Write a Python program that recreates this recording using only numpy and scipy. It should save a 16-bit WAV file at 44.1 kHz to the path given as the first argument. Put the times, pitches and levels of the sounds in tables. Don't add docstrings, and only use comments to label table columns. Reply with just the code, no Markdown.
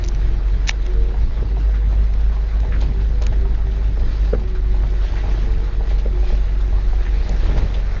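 import sys
import numpy as np
from scipy import signal
from scipy.fft import rfft, irfft, next_fast_len
from scipy.io import wavfile
from scipy.ndimage import uniform_filter1d, map_coordinates

SR = 44100
rng = np.random.default_rng(int(sys.argv[2]) if len(sys.argv) > 2 else 0)


def output_pcm(signal):
    pcm = np.clip(np.atleast_2d(signal).T, -1, 1) * 32767
    wavfile.write(sys.argv[1], SR, np.round(pcm).astype(np.int16))


N = 352800

# (time of the middle [s], length [s], boom change [dB], rumble change [dB])
LOW_SWELLS = [(.24, 0.25, 2.5, 4.5), (.82, .3, -2.5, -0.5), (1.22, 0.3, 4, 0), (1.55, 0.21, -7, 2),
              (1.9, .1, 0, 0.5), (2.17, 0.21, 7, -5), (2.82, 0.27, -3, 5.5), (3.35, 0.4, 6.5, 2.5),
              (4.07, 0.14, 5, 4), (4.36, .22, -19, 1), (4.84, .1, -3, 4.5), (5.42, 0.49, 5, 3.5),
              (6.35, 0.4, 1.5, -1.5), (7.0, 0.24, 6.5, -2.5), (7.3, 0.12, 2, 3.5), (7.56, 0.28, 5.5, 8)]
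# (time [s], level [dB])
GRAVEL = [(0.0, -50.5), (0.47, -51.5), (2.36, -53), (2.78, -51), (2.96, -53), (3.76, -52.5), (4.03, -51.5),
          (4.19, -48.5), (4.3, -50.5), (4.5, -56), (4.86, -50.5), (5.21, -47.5), (5.7, -51), (6.6, -51.5),
          (7.48, -46), (8.0, -49.5)]
# (frequency [Hz], relative level [dB])
GRIT = [(1410, -18), (2400, -5.5), (2880, -8), (3950, -7.5), (5680, -15), (6640, -18.5), (7100, -26),
        (9620, -32.5), (16300, -120)]


def amp(db):
    return 10 ** (np.asarray(db) / 20)


def unit(x):
    return x / np.sqrt(np.mean(x ** 2) + 1e-20)


def curves(rows):
    s, *cols = np.transpose(rows)
    return [np.interp(np.arange(N) / SR, s, c) for c in cols]


def swells(rows):
    t = np.arange(N) / SR
    s, length, *changes = np.transpose(rows)
    humps = np.exp(-(2 * (t - s[:, None]) / length[:, None]) ** 2)
    return np.array(changes) @ humps


def wobble(rate):
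    knots = rng.standard_normal(int(N * rate / SR) + 4)
    return map_coordinates(knots, [np.arange(N) * rate / SR])


def filtered(x, response):
    size = next_fast_len(N + SR // 2)
    return irfft(rfft(x, size) * response(np.fft.rfftfreq(size, 1 / SR)), size)[:N]


def coloured(x, spectrum):
    f, db = np.transpose(spectrum)

    def response(hz):
        return amp(np.interp(np.log(hz + 1), np.log(f + 1), db, left=-120, right=-120))

    return unit(filtered(x, response))


def tilted(x, corner_hz, low_db):
    low = signal.sosfiltfilt(signal.butter(3, corner_hz, fs=SR, output="sos"), x)
    return x + (amp(low_db) - 1) * low


def patchy(x, depth_db):
    z = signal.stft(x, nperseg=512)[2]
    field = uniform_filter1d(rng.standard_normal(z.shape), size=5, axis=0)
    field = uniform_filter1d(field, size=7, axis=1)
    return signal.istft(z * amp(depth_db * unit(field)), nperseg=512)[1][:N]


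def grains(rate, spread_db):
    hit = rng.random(N) < rate / SR
    size_db = spread_db * np.clip(rng.standard_normal(N), -2, 2)
    return unit(hit * rng.choice([-1, 1], N) * amp(size_db))


def ring(modes, t, scatter_db):
    out = np.zeros(len(t))
    for k, (hz, db, t60) in enumerate(modes):
        decay = amp(db + scatter_db * rng.standard_normal() - 60 * t / t60)
        out += (-1) ** k * decay * np.sin(2 * np.pi * hz * t)
    return out


def add(track, s, sound, db):
    part = track[max(0, round(s * SR)):][:len(sound)]
    part += (amp(db) * sound / np.abs(sound).max())[:len(part)]


def engine():
    # (time [s], firing rate [Hz])
    speed = [(0, 46.1), (0.5, 45.9), (1, 47.7), (1.5, 49.5), (2, 50.6), (2.5, 50.8), (3, 51.1), (3.7, 50.6),
             (4.1, 49.6), (4.5, 48.5), (5, 47.2), (5.5, 46.4), (6, 47.0), (6.5, 47.4), (7, 46.4),
             (7.5, 45.4), (8, 45.0)]
    # (time [s], drone level [dB])
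    effort = [(0, -17.5), (.3, -16.5), (.55, -15), (.75, -20), (1.02, -13.5), (1.27, -21.5), (1.6, -14),
              (2.2, -15.5), (3.4, -17), (4.22, -15), (4.34, -15), (4.43, -21.5), (4.52, -17.5), (4.9, -16),
              (5.55, -19), (5.9, -15.5), (6.45, -15.5), (7.3, -18), (8, -19)]
    # (multiple of firing rate, relative level [dB])
    engine_orders = [(.5, -11.5), (1, -0.76), (2, -26), (3, -30), (4, -33.5)]
    gear_orders = [7.64, 9.55]
    # (time [s], lower whine level [dB], upper whine level [dB])
    whine_levels = [(0, -43.5, -54), (.5, -48, -47.5), (.72, -46, -54.5), (1.021, -39, -41.5),
                    (1.25, -53.5, -55.5), (1.55, -39, -49), (1.85, -48.5, -52), (2.25, -49.5, -69),
                    (2.63, -54, -45), (2.95, -41.5, -54), (3.2, -46, -50), (3.42, -41, -50),
                    (3.72, -45.5, -63), (3.98, -52.5, -46), (4.501, -41.5, -60.5), (5.3, -44.5, -47),
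                    (5.65, -44.5, -46), (5.85, -47, -44.5), (6.15, -42.5, -50), (6.55, -47, -61),
                    (6.9, -42, -56.5), (7.3, -52.5, -49)]
    # (frequency [Hz], relative level [dB])
    boom_colour = [(10, -29.5), (18, -11.5), (22, 2.5), (26, 0.5), (31, -5), (42, -12.5), (55, -5.5),
                   (63, -23.5), (90, -28)]
    boom_db = -23.5

    firing_hz, = curves(speed)
    drone_db, = curves(effort)
    boom_change_db, _ = swells(LOW_SWELLS)
    shaft = 2 * np.pi * np.cumsum(firing_hz) / SR
    shaft += 0.053 * wobble(9)

    def tone(order, waver):
        return np.sqrt(2) * np.sin(order * shaft + 2 * np.pi * rng.random() + waver)

    flutter = unit(amp(1.4 * wobble(20)))
    drone = flutter * sum(amp(db) * tone(order, 0) for order, db in engine_orders)
    whine = np.zeros(N)
    for order, db in zip(gear_orders, curves(whine_levels)):
        tooth_load = unit(amp(2.7 * wobble(28) + 2 * wobble(7)))
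        backlash = 0.55 * wobble(16)
        whine += amp(db) * tooth_load * tone(order, backlash)
    boom = coloured(rng.standard_normal(N), boom_colour)
    return amp(drone_db) * drone + whine + amp(boom_db + boom_change_db) * boom


def tyres():
    # (frequency [Hz], relative level [dB])
    rumble_colour = [(34, -31), (58, -3.5), (66, -7.5), (80, -7), (108, -13), (263, -26), (328, -26),
                     (368, -36.5), (413, -32), (480, -37), (620, -57), (1060, -120)]
    churn_colour = [(240, -26), (400, 3.5), (417, -13), (464, 0.5), (521, -3.5), (642, -2), (727, -5.5),
                    (843, -2.5), (909, -7), (1110, -8.5), (1960, -9), (2900, -26), (3770, -45.5),
                    (6380, -120)]
    # (time at its height [s], length [s], churn rise [dB], grit change [dB])
    sprays = [(4.17, 0.15, 0, 2), (5.07, 0.074, 1, 3), (5.18, 0.07, 1.5, -2), (5.42, 0.52, 1, 1),
              (6.29, 0.13, 0, 7.5), (7.31, 0.18, 0, 0), (7.48, 0.095, 4.5, 3.5), (7.6, 0.12, 3.5, 1.5),
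              (7.99, 0.18, 5, 1.5)]
    rumble_db, churn_base_db = -30.5, -42.5
    grit_over_gravel_db = 0.45
    churn_grows = 0.6

    gravel_db, = curves(GRAVEL)
    _, rumble_change_db = swells(LOW_SWELLS)
    spray_churn_db, spray_grit_db = swells(sprays)
    bumps = wobble(22)
    clumps = wobble(15)

    rumble = coloured(grains(1500, spread_db=2.0), rumble_colour)
    rumble *= amp(rumble_db + rumble_change_db + 1.6 * wobble(18))
    churn_db = churn_base_db + churn_grows * (gravel_db - gravel_db.mean()) + spray_churn_db
    churn = coloured(patchy(grains(2500, spread_db=4), depth_db=1.5), churn_colour)
    churn *= amp(churn_db + 0.55 * bumps + 0.31 * clumps)
    grit_db = grit_over_gravel_db + gravel_db + spray_grit_db
    grit = coloured(patchy(grains(5000, spread_db=0.5), depth_db=2.0), GRIT)
    grit *= amp(grit_db + 0.81 * bumps)
    return rumble + churn + grit


def whistle():
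    # (frequency [Hz], middle level [dB])
    whistle_lines = [(3852, -68), (3950, -69.5)]
    t = np.arange(N) / SR
    out = np.zeros(N)
    for hz, db in whistle_lines:
        out += amp(db + 1.0 * wobble(13)) * np.sqrt(2) * np.sin(2 * np.pi * hz * t)
    return out


def pebbles():
    rate, over_gravel_db, spread_db = 15, 11.5, 0.5
    middle_hz, pitch_spread, pitch_q = 1420, 0.49, 3.5
    out, t = np.zeros(N), np.arange(SR // 20) / SR
    gravel_db, = curves(GRAVEL)
    contacts = grains(2500, spread_db=2)
    swell = (1 - np.exp(-t / 0.003)) * np.exp(-(t / 0.0086) ** 2)
    for place, pitch, size in rng.random((int(rate * N / SR), 3)):
        start = int(place * (N - len(t)))
        hz = middle_hz * np.exp(2 * pitch_spread * (2 * pitch - 1))
        burst = contacts[start:start + len(t)] * swell
        stone = signal.lfilter(*signal.iirpeak(hz, pitch_q, fs=SR), burst)
        add(out, start / SR, stone, gravel_db[start] + over_gravel_db + spread_db * (2 * size - 1))
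    return out


def trim():
    # (time [s], peak level [dB], gain of the part below 3300 Hz [dB])
    ticks = [(0.0394, -22, -8), (0.0474, -26.5, -8), (0.061, -31, -9.5), (0.078, -31, -13),
             (0.085, -23, -17), (0.148, -28, 2), (0.671, -25, 5), (0.6745, -18, 0), (0.68, -23, 3),
             (0.6832, -14.5, -10), (0.6885, -11.5, -6), (0.6908, -14, -4), (0.7025, -24, -4),
             (0.7068, -27, -4), (0.71, -20, 6), (0.864, -27.5, 3), (2.138, -30.5, 3), (2.602, -31, -1),
             (2.814, -33, -10), (3.2214, -26.5, -4), (3.236, -30, -3), (3.2663, -18.5, -1),
             (7.2926, -24.5, -26)]
    # (time [s], peak level [dB])
    snaps = [(0.6935, -1), (0.6957, -25)]
    # (frequency [Hz], relative level [dB], t60 [s])
    trim_modes = [(1700, -7, 0.0087), (2320, 1, 0.006), (2900, -8, 0.0094), (3810, -4, 0.006),
                  (4260, -12, 0.0075), (5000, -18.5, .013), (5740, -15.5, 0.017), (6200, -19, 0.017),
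                  (6640, -24.5, 0.0083)]
    # (frequency [Hz], relative level [dB], t60 [s])
    panel_modes = [(760, -10, 0.01), (1120, -18, 0.0084)]

    out, t = np.zeros(N), np.arange(SR // 25) / SR
    stiff = signal.butter(3, [1200, 7000], "bandpass", fs=SR, output="sos")

    def scrape(t60):
        return unit(signal.sosfilt(stiff, rng.standard_normal(len(t)))) * amp(-60 * t / t60)

    rise = 1 - np.exp(-t / 0.0007)
    for s, db, low_db in ticks:
        spot = np.exp(0.04 * rng.standard_normal())
        tick = ring(trim_modes, spot * t, scatter_db=4.5) + amp(-4) * scrape(t60=0.015)
        add(out, s, tilted(tick * rise, corner_hz=3300, low_db=low_db), db)

    thin = signal.butter(2, 550, "highpass", fs=SR, output="sos")
    for s, db in snaps:
        snap = ring(panel_modes + trim_modes, t, scatter_db=0) + 0.12 * scrape(t60=0.018)
        add(out, s, signal.sosfilt(thin, snap), db)
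    return out


def floor_pan():
    # (time [s], level before bounce offsets [dB], clang and crack gain [dB], pitch of the spot [Hz])
    knocks = [(1.116, -27, -8, 460), (1.142, -27, 3, 440), (1.422, -23, -12, 310), (1.568, -23, 8, 388),
              (1.925, -26, 2, 670), (2.366, -31.5, 9, 1010), (2.631, -29, 1, 640), (2.648, -26, 3, 490),
              (2.82, -25, -6, 840), (3.213, -25, -1, 484), (3.322, -26.5, 7, 850), (3.453, -25.5, 11, 385),
              (3.97, -24, -11, 487), (4.329, -6.5, -25, 415), (4.742, -26.5, -1, 370), (4.835, -27, 2, 850),
              (5.237, -20.5, -2.5, 388), (5.256, -30.5, 0, 840), (5.338, -28, -16, 415),
              (5.807, -26, -4.5, 790), (5.91, -24.5, -2, 546), (6.056, -16, -19, 500),
              (6.228, -26, -3.5, 635), (6.301, -24, -5, 480), (6.324, -21.5, -8, 483),
              (6.726, -27, -2, 380), (6.93, -26, -2, 660), (7.293, -23.5, -3, 566),
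              (7.349, -24.5, -11, 415), (7.43, -25.5, -6, 550), (7.491, -20.5, -14, 360),
              (7.561, -18.5, -6, 432)]
    # (frequency [Hz], relative level [dB], t60 [s])
    pan_modes = [(142, -15.5, 0.23), (218, -13, 0.52), (275, -12.5, 0.083), (338, -3, 0.058),
                 (406, -1, 0.046), (478, 1, 0.06), (557, -5, 0.065), (652, -2.5, 0.06), (846, -6, 0.081),
                 (1000, -12, 0.021), (1370, -13.5, 0.037)]
    # (delay [s], relative level [dB])
    bounces = [(-.005, -12), (0, -1.5), (.016, -14)]
    contact_s, contact_grows = 0.0063, 0.66
    clang_spread = 0.048
    spot_db, spot_octaves = 3, 0.23

    out, t = np.zeros(N), np.arange(SR // 4) / SR
    crack = coloured(rng.standard_normal(N), [(500, -14.5), (900, -2), (1800, -3), (3500, -18.5)])
    shudder = coloured(rng.standard_normal(N), [(110, -2), (250, 2), (480, -2), (800, -15.5)])
    for s, db, clang_db, spot_hz in knocks:
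        spot = np.exp(clang_spread * rng.standard_normal())
        modes = []
        for hz, level, t60 in pan_modes:
            if 620 < hz < 1100:
                hz, level = hz * spot, level + clang_db + 7
            nearness = np.exp(-(np.log2(hz / spot_hz) / spot_octaves) ** 2)
            modes.append((hz, level + spot_db * nearness, t60))
        attack = 1 - np.exp(-(t / (contact_s * amp(contact_grows * db))) ** 2)
        for delay, blow_db in bounces:
            now = round((s + delay) * SR) + np.arange(len(t))
            noise = crack[now] * amp(-6.5 + clang_db - 60 * t / 0.05)
            noise += shudder[now] * amp(-9 - 60 * t / 0.18)
            blow = (ring(modes, t, scatter_db=0.5) + noise) * attack
            add(out, s + delay, blow, db + blow_db)
    return out


def crunches():
    # (time [s], decay time [s], peak level [dB], grit level relative to it [dB], pitch [Hz])
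    crunch_events = [(1.736, 0.045, -30.5, -21, 1550), (2.316, 0.069, -30, -10, 1000),
                     (2.533, 0.03, -34, -19, 1450), (2.717, 0.02, -24, -20, 1820),
                     (2.733, 0.038, -25, -20, 1650), (2.804, 0.04, -30, -0.5, 1000),
                     (2.999, 0.039, -35, -3, 2040), (3.214, .035, -28.5, -5.5, 990),
                     (3.322, 0.023, -31, -8, 1750), (3.99, 0.021, -33, -2, 900),
                     (4.243, .02, -36.5, 1, 1500), (4.333, 0.018, -24.5, -19, 1390),
                     (4.473, 0.049, -38.5, .5, 1170), (4.547, 0.042, -33, -5, 1440),
                     (4.828, 0.021, -29.5, -19, 1240), (5.004, .035, -32.5, -8, 1500),
                     (5.127, 0.023, -30, -8, 900), (5.164, 0.048, -28.5, -8, 1900),
                     (5.889, 0.058, -34, 1.5, 1900), (5.979, 0.037, -43, 8.5, 1050),
                     (6.737, 0.071, -34, -21, 950), (7.05, 0.037, -24.5, -34, 1850),
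                     (7.571, 0.028, -24.5, -3.5, 890), (7.738, 0.022, -27, -7.5, 3600)]
    out, t = np.zeros(N), np.arange(SR // 6) / SR
    contact_colour = [(400, 3.5), (800, -10.5), (2300, -17.0), (4000, -21.0)]
    contacts = coloured(grains(2500, spread_db=9), contact_colour)
    grit = coloured(grains(4500, spread_db=0.5), GRIT)
    for s, length, db, grit_db, hz in crunch_events:
        swell = (1 - np.exp(-t / 0.004)) * np.exp(-(t / length) ** 2)
        now = slice(round(s * SR), round(s * SR) + len(t))
        stone = signal.lfilter(*signal.iirpeak(hz, 4.2, fs=SR), contacts[now])
        add(out, s, stone * swell[:len(stone)], db)
        add(out, s, grit[now] * swell[:len(stone)], db + grit_db)
    return out


def scene():
    return (engine() + tyres() + whistle() + pebbles() + trim() + floor_pan() + crunches())[None]


def record(dry):
    top_hz = 7150
    rounded = dry[0] / (1 + np.abs(dry[0] / 0.8) ** 8) ** (1 / 8)
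    return filtered(rounded, lambda hz: 1 / np.sqrt(1 + (hz / top_hz) ** 90))[None]


dry = scene()
out = record(dry)
output_pcm(out)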